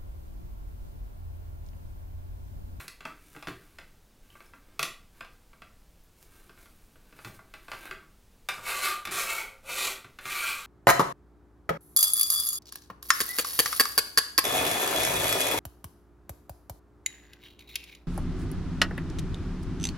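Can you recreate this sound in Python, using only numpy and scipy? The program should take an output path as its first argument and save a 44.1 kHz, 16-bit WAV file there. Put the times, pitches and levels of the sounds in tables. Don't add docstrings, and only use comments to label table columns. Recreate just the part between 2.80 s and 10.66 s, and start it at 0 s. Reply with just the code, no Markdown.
import sys
import numpy as np
from scipy import signal
from scipy.fft import rfft, irfft, next_fast_len
from scipy.io import wavfile

SR = 44100
rng = np.random.default_rng(int(sys.argv[2]) if len(sys.argv) > 2 else 0)


def wav_out(sig):
    wavfile.write(sys.argv[1], SR, np.round(np.clip(np.atleast_2d(sig).T, -1, 1) * 32767).astype(np.int16))


N = 346626
TIME = np.arange(N) / SR


def from_db(db):
    return 10 ** (np.asarray(db) / 20)


def rms_one(x):
    return x / np.sqrt(np.mean(x ** 2) + 1e-20)


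def at_hz(points, hz):
    freqs, values = np.transpose(points)
    return np.interp(np.log(np.maximum(hz, 1)), np.log(freqs), values)


def band(x, low_hz, high_hz, order=3):
    return signal.sosfilt(signal.butter(order, [low_hz, high_hz], "band", fs=SR, output="sos"), x)


def split_band(x, low_hz, high_hz):
    size = next_fast_len(len(x))
    hz = np.fft.rfftfreq(size, 1 / SR) + 1
    return irfft(rfft(x, size) / (1 + (low_hz / hz) ** 20) / (1 + (hz / high_hz) ** 20), size)[:len(x)]


def colour(x, spectrum):
    size = next_fast_len(len(x))
    gains = from_db(at_hz(spectrum, np.fft.rfftfreq(size, 1 / SR)))
    return irfft(rfft(x, size) * gains, size)[:len(x)]


def noise(spectrum, size=N):
    return rms_one(colour(rng.standard_normal(size), spectrum))


def drift(rate_hz):
    knots = rng.standard_normal(int(N / SR * rate_hz) + 2)
    return rms_one(np.interp(TIME * rate_hz, np.arange(len(knots)), knots))


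# freq_hz, level_db
ROOM_SPECTRUM = [(12, -8), (20, -0.5), (44, -8), (83, -13), (130, -18.5), (204, -19), (388, -27.5),
                 (485, -24), (527, -28), (642, -29), (1530, -33.5), (1760, -35), (16000, -41)]

def room_tone():
    return from_db(-57.5) * noise(ROOM_SPECTRUM)


def mode_width_hz(hz):
    hand_hz, plastic_loss = 12, 0.036
    return hand_hz + plastic_loss * hz


# freq_hz, level_db
CRACK_SPECTRUM = [(400, -8), (800, 3.5), (1300, 1.5), (2600, 6), (4500, -5), (8000, -28), (12500, -29),
                  (16000, -38)]
# freq_hz, level_db
THUD_SPECTRUM = [(60, -9), (100, -10.5), (135, 8.5), (210, -4), (300, 1.5), (450, -1.5), (700, -41.5)]

def blows(events, modes, body_db, bite_db, tick_db, thud_db, crack_db,
          crack_t60_s, tick_t60_s, thud_t60_s):
    favour_db, tick_per_hardness = 4.5, 2.31
    size = SR // 3
    t, out = np.arange(size) / SR, np.zeros(N + size)
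    hz, mode_db = np.transpose(modes)[:, :, None]
    width_hz = mode_width_hz(hz)
    rings = width_hz * from_db(mode_db) * np.exp(-np.pi * width_hz * t) * np.sin(2 * np.pi * hz * t)
    attack = 1 - np.exp(-t / 0.00053)

    def unit_onset(x):
        return x / np.sqrt(np.mean(x[:SR // 50] ** 2))

    for start_s, level_db, weight_db, hardness_db, favoured_hz in events:
        lift_db = favour_db * np.exp(-(np.log(hz[:, 0] / favoured_hz) / .06) ** 2)
        strengths = from_db(lift_db + rng.standard_normal(len(modes))) * rng.choice([-1, 1], len(modes))
        crack = noise(CRACK_SPECTRUM, size) * from_db(-60 * t / crack_t60_s)
        shell = attack * (unit_onset(strengths @ rings) + from_db(crack_db) * unit_onset(crack))
        tick = band(attack * crack, 7450, 16700) * from_db(-60 * t / tick_t60_s)
        thud = noise(THUD_SPECTRUM, size) * from_db(-60 * t / thud_t60_s) * (1 - np.exp(-t / 0.002))
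        blow = (from_db(body_db) * unit_onset(band(shell, 332, 1790))
                + from_db(hardness_db + bite_db) * unit_onset(band(shell, 2164, 5300))
                + from_db(tick_per_hardness * hardness_db + tick_db) * unit_onset(tick)
                + from_db(weight_db + thud_db) * unit_onset(thud))
        start = round(start_s * SR)
        out[start:start + size] += from_db(level_db) * blow
    return out[:N]


# pitch_hz, level_db
FRAME_MODES = [(530, -9), (650, -3), (820, -19), (1165, 0.5), (1300, -3.5), (1410, 0.5), (1570, -2),
               (2030, -3), (2290, -3.5), (2620, 1.5), (2970, -19), (3380, -3.5), (4110, -8.5),
               (4600, -13.5), (5050, -14), (6550, -21), (7140, -3.5), (8520, -17), (10400, -55)]
# start_s, level_db, weight_db, hardness_db, favoured_hz
FRAME_CLACKS = [(0.002, -36.5, -24, -9.5, 1410), (0.08, -41, -32, -1, 2180), (0.206, -38, -21, -9.5, 1160),
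                (0.252, -28.5, -19.5, -10.5, 1480), (0.257, -28.5, -28, -33, 1270),
                (0.548, -41.5, -11.5, -17, 1530), (0.563, -37, -17, -12.5, 1310),
                (0.625, -35, -33, -9, 1190), (0.671, -28, -14.5, -11, 1400),
                (0.683, -31, -11.5, -11.5, 1460), (0.985, -37, -22, -8.5, 2040),
                (1.553, -41.5, -28, -20, 1170), (1.604, -41, -36, -13, 1130),
                (1.735, -41, -25, -15.5, 1570), (1.993, -20.5, -25.5, -6, 1150),
                (2.028, -23, -24.5, -3, 1160), (2.407, -31, -24.5, -11.5, 1090),
                (2.447, -42, -27, -9.5, 1570), (2.731, -46.5, -20, -14, 1120),
                (2.819, -37.5, -22, -11.5, 1210), (3.694, -44, -13.5, -12, 1340),
                (3.775, -49.5, -27, -12, 1410), (3.857, -47.5, -19, -10.5, 1360),
                (4.156, -50, -13, -15, 1280), (4.325, -46.5, -11, -12, 1140), (4.389, -39, -25, -15, 1230),
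                (4.447, -34, -18, -8, 1260), (4.47, -36.5, -15.5, -29, 1180), (4.591, -39, -27, -24, 1470),
                (4.738, -35.5, -30, -9, 1800), (4.882, -34.5, -24, -13.5, 1290),
                (4.916, -28, -39, -9.5, 2030), (4.933, -31, -22, -12, 1560),
                (5.11, -27, -26.5, -11.5, 1350), (5.226, -47.5, -13, -24, 1140)]

def frame_clacks():
    return blows(FRAME_CLACKS, FRAME_MODES, body_db=-14, bite_db=-6.5, tick_db=-4.5, thud_db=-3,
                 crack_db=-4, crack_t60_s=0.042, tick_t60_s=0.034, thud_t60_s=0.15)


# start_s, level_db, pitch_hz, t60_s
COUNTER_BUMPS = [(0.004, -46, 158, 0.26), (0.263, -43.5, 303, 0.16), (0.566, -47, 284, 0.12),
                 (0.675, -34, 288, 0.073), (0.688, -46, 146, 0.17), (1.742, -52, 283, 0.14),
                 (4.453, -40, 121, 0.25), (4.47, -44, 194, 0.14), (5.113, -39, 383, 0.087),
                 (6.28, -60, 137, 0.12)]

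def counter_bumps():
    out, t = np.zeros(N + SR), np.arange(SR // 2) / SR
    attack = 1 - np.exp(-t / 0.0051)
    for start_s, level_db, hz, t60_s in COUNTER_BUMPS:
        cluster = noise([(hz / 2, -35), (hz, 0), (hz * 2, -35)], len(t))
        bump = cluster * from_db(-60 * t / t60_s) * attack
        start = round(start_s * SR)
        out[start:start + len(t)] += from_db(level_db - 2) * bump / np.max(np.abs(bump))
    return out[:N]


def swell(middle_s, length_s):
    return np.cos(np.pi * np.clip((TIME - middle_s) / length_s, -.5, .5)) ** 2


def slips(per_s, spread_db, judder_db, judder_hz):
    sizes = from_db(spread_db * np.minimum(rng.exponential(1, N), 5)) * rng.standard_normal(N)
    slipping = rng.random(N) < per_s / SR
    return rms_one(sizes * slipping * from_db(judder_db * drift(judder_hz)))


def resonate(force, modes, wander_db):
    out = 0
    for k, (hz, level_db) in enumerate(modes):
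        radius = np.exp(-np.pi * mode_width_hz(hz) / SR)
        feedback = [1, -2 * radius * np.cos(2 * np.pi * hz / SR), radius ** 2]
        ring = signal.lfilter(np.array([1, 0, -1]) * (1 - radius ** 2) / 2, feedback, force)
        out = out + (-1) ** k * from_db(level_db + wander_db * drift(10)) * ring
    return out


# freq_hz, level_db
SKIN_SPECTRUM = [(2500, -11.5), (4500, -5), (8000, -3.5), (12500, -2), (16000, -7)]
# middle_s, length_s, rub_db, hiss_db
FINGER_STROKES = [(-0.017, .2, -50, -50), (0.35, 0.41, -69.5, -72), (0.53, 0.45, -74, -66.5),
                  (0.824, 0.91, -71, -69.5), (1.566, 0.44, -71, -68), (1.904, 0.38, -70.5, -80),
                  (2.382, 0.15, -67.5, -68), (2.524, 0.083, -82, -72), (3.405, 0.14, -73, -63.5),
                  (3.58, 0.4, -68, -65.5), (3.813, 0.16, -66, -62), (3.953, 0.73, -78, -70),
                  (4.3, 0.24, -69, -71), (4.425, 0.2, -59, -58), (4.55, 0.089, -61.5, -59.5),
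                  (4.82, 0.51, -66, -68), (4.957, 0.26, -67, -60.5), (5.057, 0.16, -52, -58),
                  (5.19, 0.21, -67, -78)]

def finger_rubs():
    usual_rub_db, murmur_exponent = -55.5, 0.37
    rub, hiss = sum(from_db([[rub_db], [hiss_db]]) * swell(middle_s, length_s)
                    for middle_s, length_s, rub_db, hiss_db in FINGER_STROKES)
    murmur = from_db(-67.5) * (rub / from_db(usual_rub_db)) ** murmur_exponent
    force = slips(per_s=4000, spread_db=3.5, judder_db=1.5, judder_hz=180)
    stir = resonate(force, FRAME_MODES, wander_db=-3.5) + from_db(-5.5) * force
    return (rub * rms_one(band(stir, 310, 3060, order=2))
            + hiss * rms_one(colour(force, SKIN_SPECTRUM))
            + murmur * rms_one(band(force, 280, 425, order=2)))


# start_s, level_db, pitch_hz
TOUCH_PINGS = [(1.503, -47.5, 3080), (1.664, -56, 5270), (3.237, -57, 11900)]

def touch_pings(t60_s=0.018):
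    out, t = np.zeros(N + SR), np.arange(SR // 8) / SR
    for start_s, level_db, hz in TOUCH_PINGS:
        start = round(start_s * SR)
        out[start:start + len(t)] += from_db(level_db - 60 * t / t60_s) * np.sin(2 * np.pi * hz * t)
    return out[:N]


# pitch_hz, level_db
BASE_MODES = [(371, -6), (544, -1), (904, -7.5), (1145, 5), (1200, 4), (1350, 1.5), (1435, 2.5),
              (1510, 0.5), (1590, -3), (1885, -2), (2070, -0.5), (2290, 6.5), (2410, -7.5), (2590, 4.5),
              (3040, -13.5), (3580, 0.5), (4190, -21.5), (4960, -5), (7200, -18), (9400, -10), (11700, -29)]
# start_s, level_db, weight_db, hardness_db, favoured_hz
BASE_KNOCKS = [(5.687, -19, -29.5, -8.5, 1560), (5.691, -24, -25, -24, 1170),
               (5.781, -31.5, -16, -31, 1170), (6.252, -25.5, -28, -7.5, 1220),
               (6.272, -26.5, -13.5, -10, 1210), (6.29, -32, -28, -14, 1400), (6.31, -37, -19, -7, 1200),
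               (6.89, -29, -23, -12.5, 1170), (7.244, -35.5, -12.5, -13.5, 1410),
               (7.387, -31.5, -22, -11.5, 1410), (7.454, -26.5, -18, -10.5, 1410)]

def base_knocks():
    return blows(BASE_KNOCKS, BASE_MODES, body_db=-16.5, bite_db=-6.5, tick_db=-1.5, thud_db=-9,
                 crack_db=-1.5, crack_t60_s=0.059, tick_t60_s=0.063, thud_t60_s=0.18)


def scrape_gains(slides, stances):
    usual_speed_db = -34.5
    db_per_speed_db = np.array([0.6, 0.82, 1, 0.93, 1.27, 1.08])[:, None]
    fade_db_per_s = np.array([0, 0, 0, 0, 0, -7.5])[:, None]
    gains = np.zeros((6, N))
    for slide, stance_db in zip(slides, stances):
        time_s, speed_db, _ = np.transpose(slide)
        moving = (TIME >= time_s[0]) & (TIME <= time_s[-1])
        faster_db = np.interp(TIME[moving], time_s, speed_db) - usual_speed_db
        change_db = db_per_speed_db * faster_db + fade_db_per_s * (TIME[moving] - time_s[0])
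        gains[:, moving] += from_db(usual_speed_db + np.array(stance_db)[:, None] + change_db)
    return gains


def sing(force, hz, width_hz):
    turn = np.exp(2j * np.pi * np.cumsum(hz) / SR)
    radius = np.exp(-np.pi * width_hz / SR)
    return rms_one(np.real(turn * signal.lfilter([1], [1, -radius], force / turn)))


def grit_hiss(shell, depth_db, rate_hz):
    edges_hz = np.geomspace(4700, 18000, 10)
    return rms_one(sum(split_band(shell, low, high) * from_db(depth_db * drift(rate_hz))
                       for low, high in zip(edges_hz, edges_hz[1:])))


# time_s, speed_db, pitch_hz
BASE_SLIDES = [
    [(5.74, -47, 2360), (5.822, -51.5, 2280), (5.866, -35.5, 2110), (5.9, -31, 2320), (5.93, -35.5, 2290),
     (6.008, -33.5, 2340), (6.04, -26.5, 2190), (6.104, -31.5, 2360), (6.23, -58, 2330)],
    [(6.31, -32.5, 2310), (6.42, -31, 2420), (6.476, -36.5, 2130), (6.5, -31.5, 2130), (6.572, -36.5, 2270),
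     (6.606, -36, 2214), (6.674, -53, 2320), (6.8, -68, 2330)],
    [(6.83, -61.5, 2120), (6.894, -37, 2380), (7.012, -29, 2460), (7.054, -29.5, 2450), (7.114, -36, 2320),
     (7.192, -54.5, 2330), (7.23, -71, 2350)],
    [(7.41, -51, 2480), (7.436, -48, 2590), (7.458, -40, 2600), (7.47, -39, 2510), (7.526, -32, 2540),
     (7.63, -32, 2400), (7.68, -31.5, 2340), (7.86, -45, 2360)],
]
# drag_db, hollow_db, rasp_db, singing_db, edge_db, grit_db
BASE_STANCES = [(-15.5, -7, -6, -10.5, -16, -6.5), (-15.5, -8.5, -7, -11, -19.5, -6.5),
                (-15.5, -11, -6, -9.5, -17, -6), (-21.5, -9.5, -6.5, -11, -19, -8.5)]
# middle_s, length_s, level_db
BASE_SQUEALS = [(6.595, 0.085, -38.5), (6.678, 0.041, -56), (7.517, .05, -37.5), (7.685, .12, -33)]
# freq_hz, level_db
FRICTION_SPECTRUM = [(130, -14.5), (260, -11.5), (450, -10.5), (700, 1.5), (1000, -12.5), (1400, -6.5),
                     (1750, -29), (2600, 3), (5500, 2), (8000, 4), (12000, 3.5), (14500, -0.5),
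                     (16000, -12)]

def base_slides():
    drag, hollow, rasp, singing, edge, grit = scrape_gains(BASE_SLIDES, BASE_STANCES)
    squeals = sum(from_db(db) * swell(middle_s, length_s) for middle_s, length_s, db in BASE_SQUEALS)
    time_s, _, pitch_hz = np.vstack(BASE_SLIDES).T
    force = slips(per_s=5000, spread_db=1.13, judder_db=1, judder_hz=220)
    shell = resonate(force, BASE_MODES, wander_db=2.4) + from_db(-9) * colour(force, FRICTION_SPECTRUM)
    return (drag * rms_one(split_band(shell, 100, 950))
            + hollow * rms_one(split_band(shell, 950, 1800))
            + rasp * rms_one(split_band(shell, 1800, 4000))
            + (singing + squeals) * sing(force, np.interp(TIME, time_s, pitch_hz), width_hz=160)
            + edge * rms_one(split_band(shell, 4000, 4700))
            + grit * grit_hiss(shell, depth_db=2, rate_hz=36))


# freq_hz, t60_s
KITCHEN_DECAY = [(150, 0.42), (700, 0.3), (2000, 0.39), (5000, 0.3), (12000, 0.29)]

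def kitchen_tail(build_s=0.001):
    t = np.arange(SR // 2) / SR
    edges_hz = np.geomspace(70, 18000, 9)
    white = rng.standard_normal((2, len(t)))
    tail = 0
    for k, (low, high) in enumerate(zip(edges_hz, edges_hz[1:])):
        t60_s = at_hz(KITCHEN_DECAY, np.sqrt(low * high))
        tail = tail + band(white[k % 2], low, high) * from_db(-60 * t / t60_s)
    tail = tail * (1 - np.exp(-t / build_s))
    return tail / np.sqrt(np.sum(tail ** 2))


def kitchen(direct, wet_db):
    shares = np.array([drift(rate_hz=4) for _ in range(4)])
    shares = shares / np.sqrt(np.sum(shares ** 2, axis=0))
    reflections = sum(signal.oaconvolve(direct * share, kitchen_tail())[:N] for share in shares)
    return direct + from_db(wet_db) * reflections


def scene():
    slicer = (frame_clacks() + base_knocks() + counter_bumps() + touch_pings()
              + base_slides() + finger_rubs())
    mono = kitchen(slicer, wet_db=-2.5) + room_tone()
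    return np.array([mono, mono])


def record(dry):
    cutoff_hz = 15900
    return signal.sosfilt(signal.ellip(10, .1, 80, cutoff_hz, fs=SR, output="sos"), dry)


dry = scene()
out = record(dry)
wav_out(out)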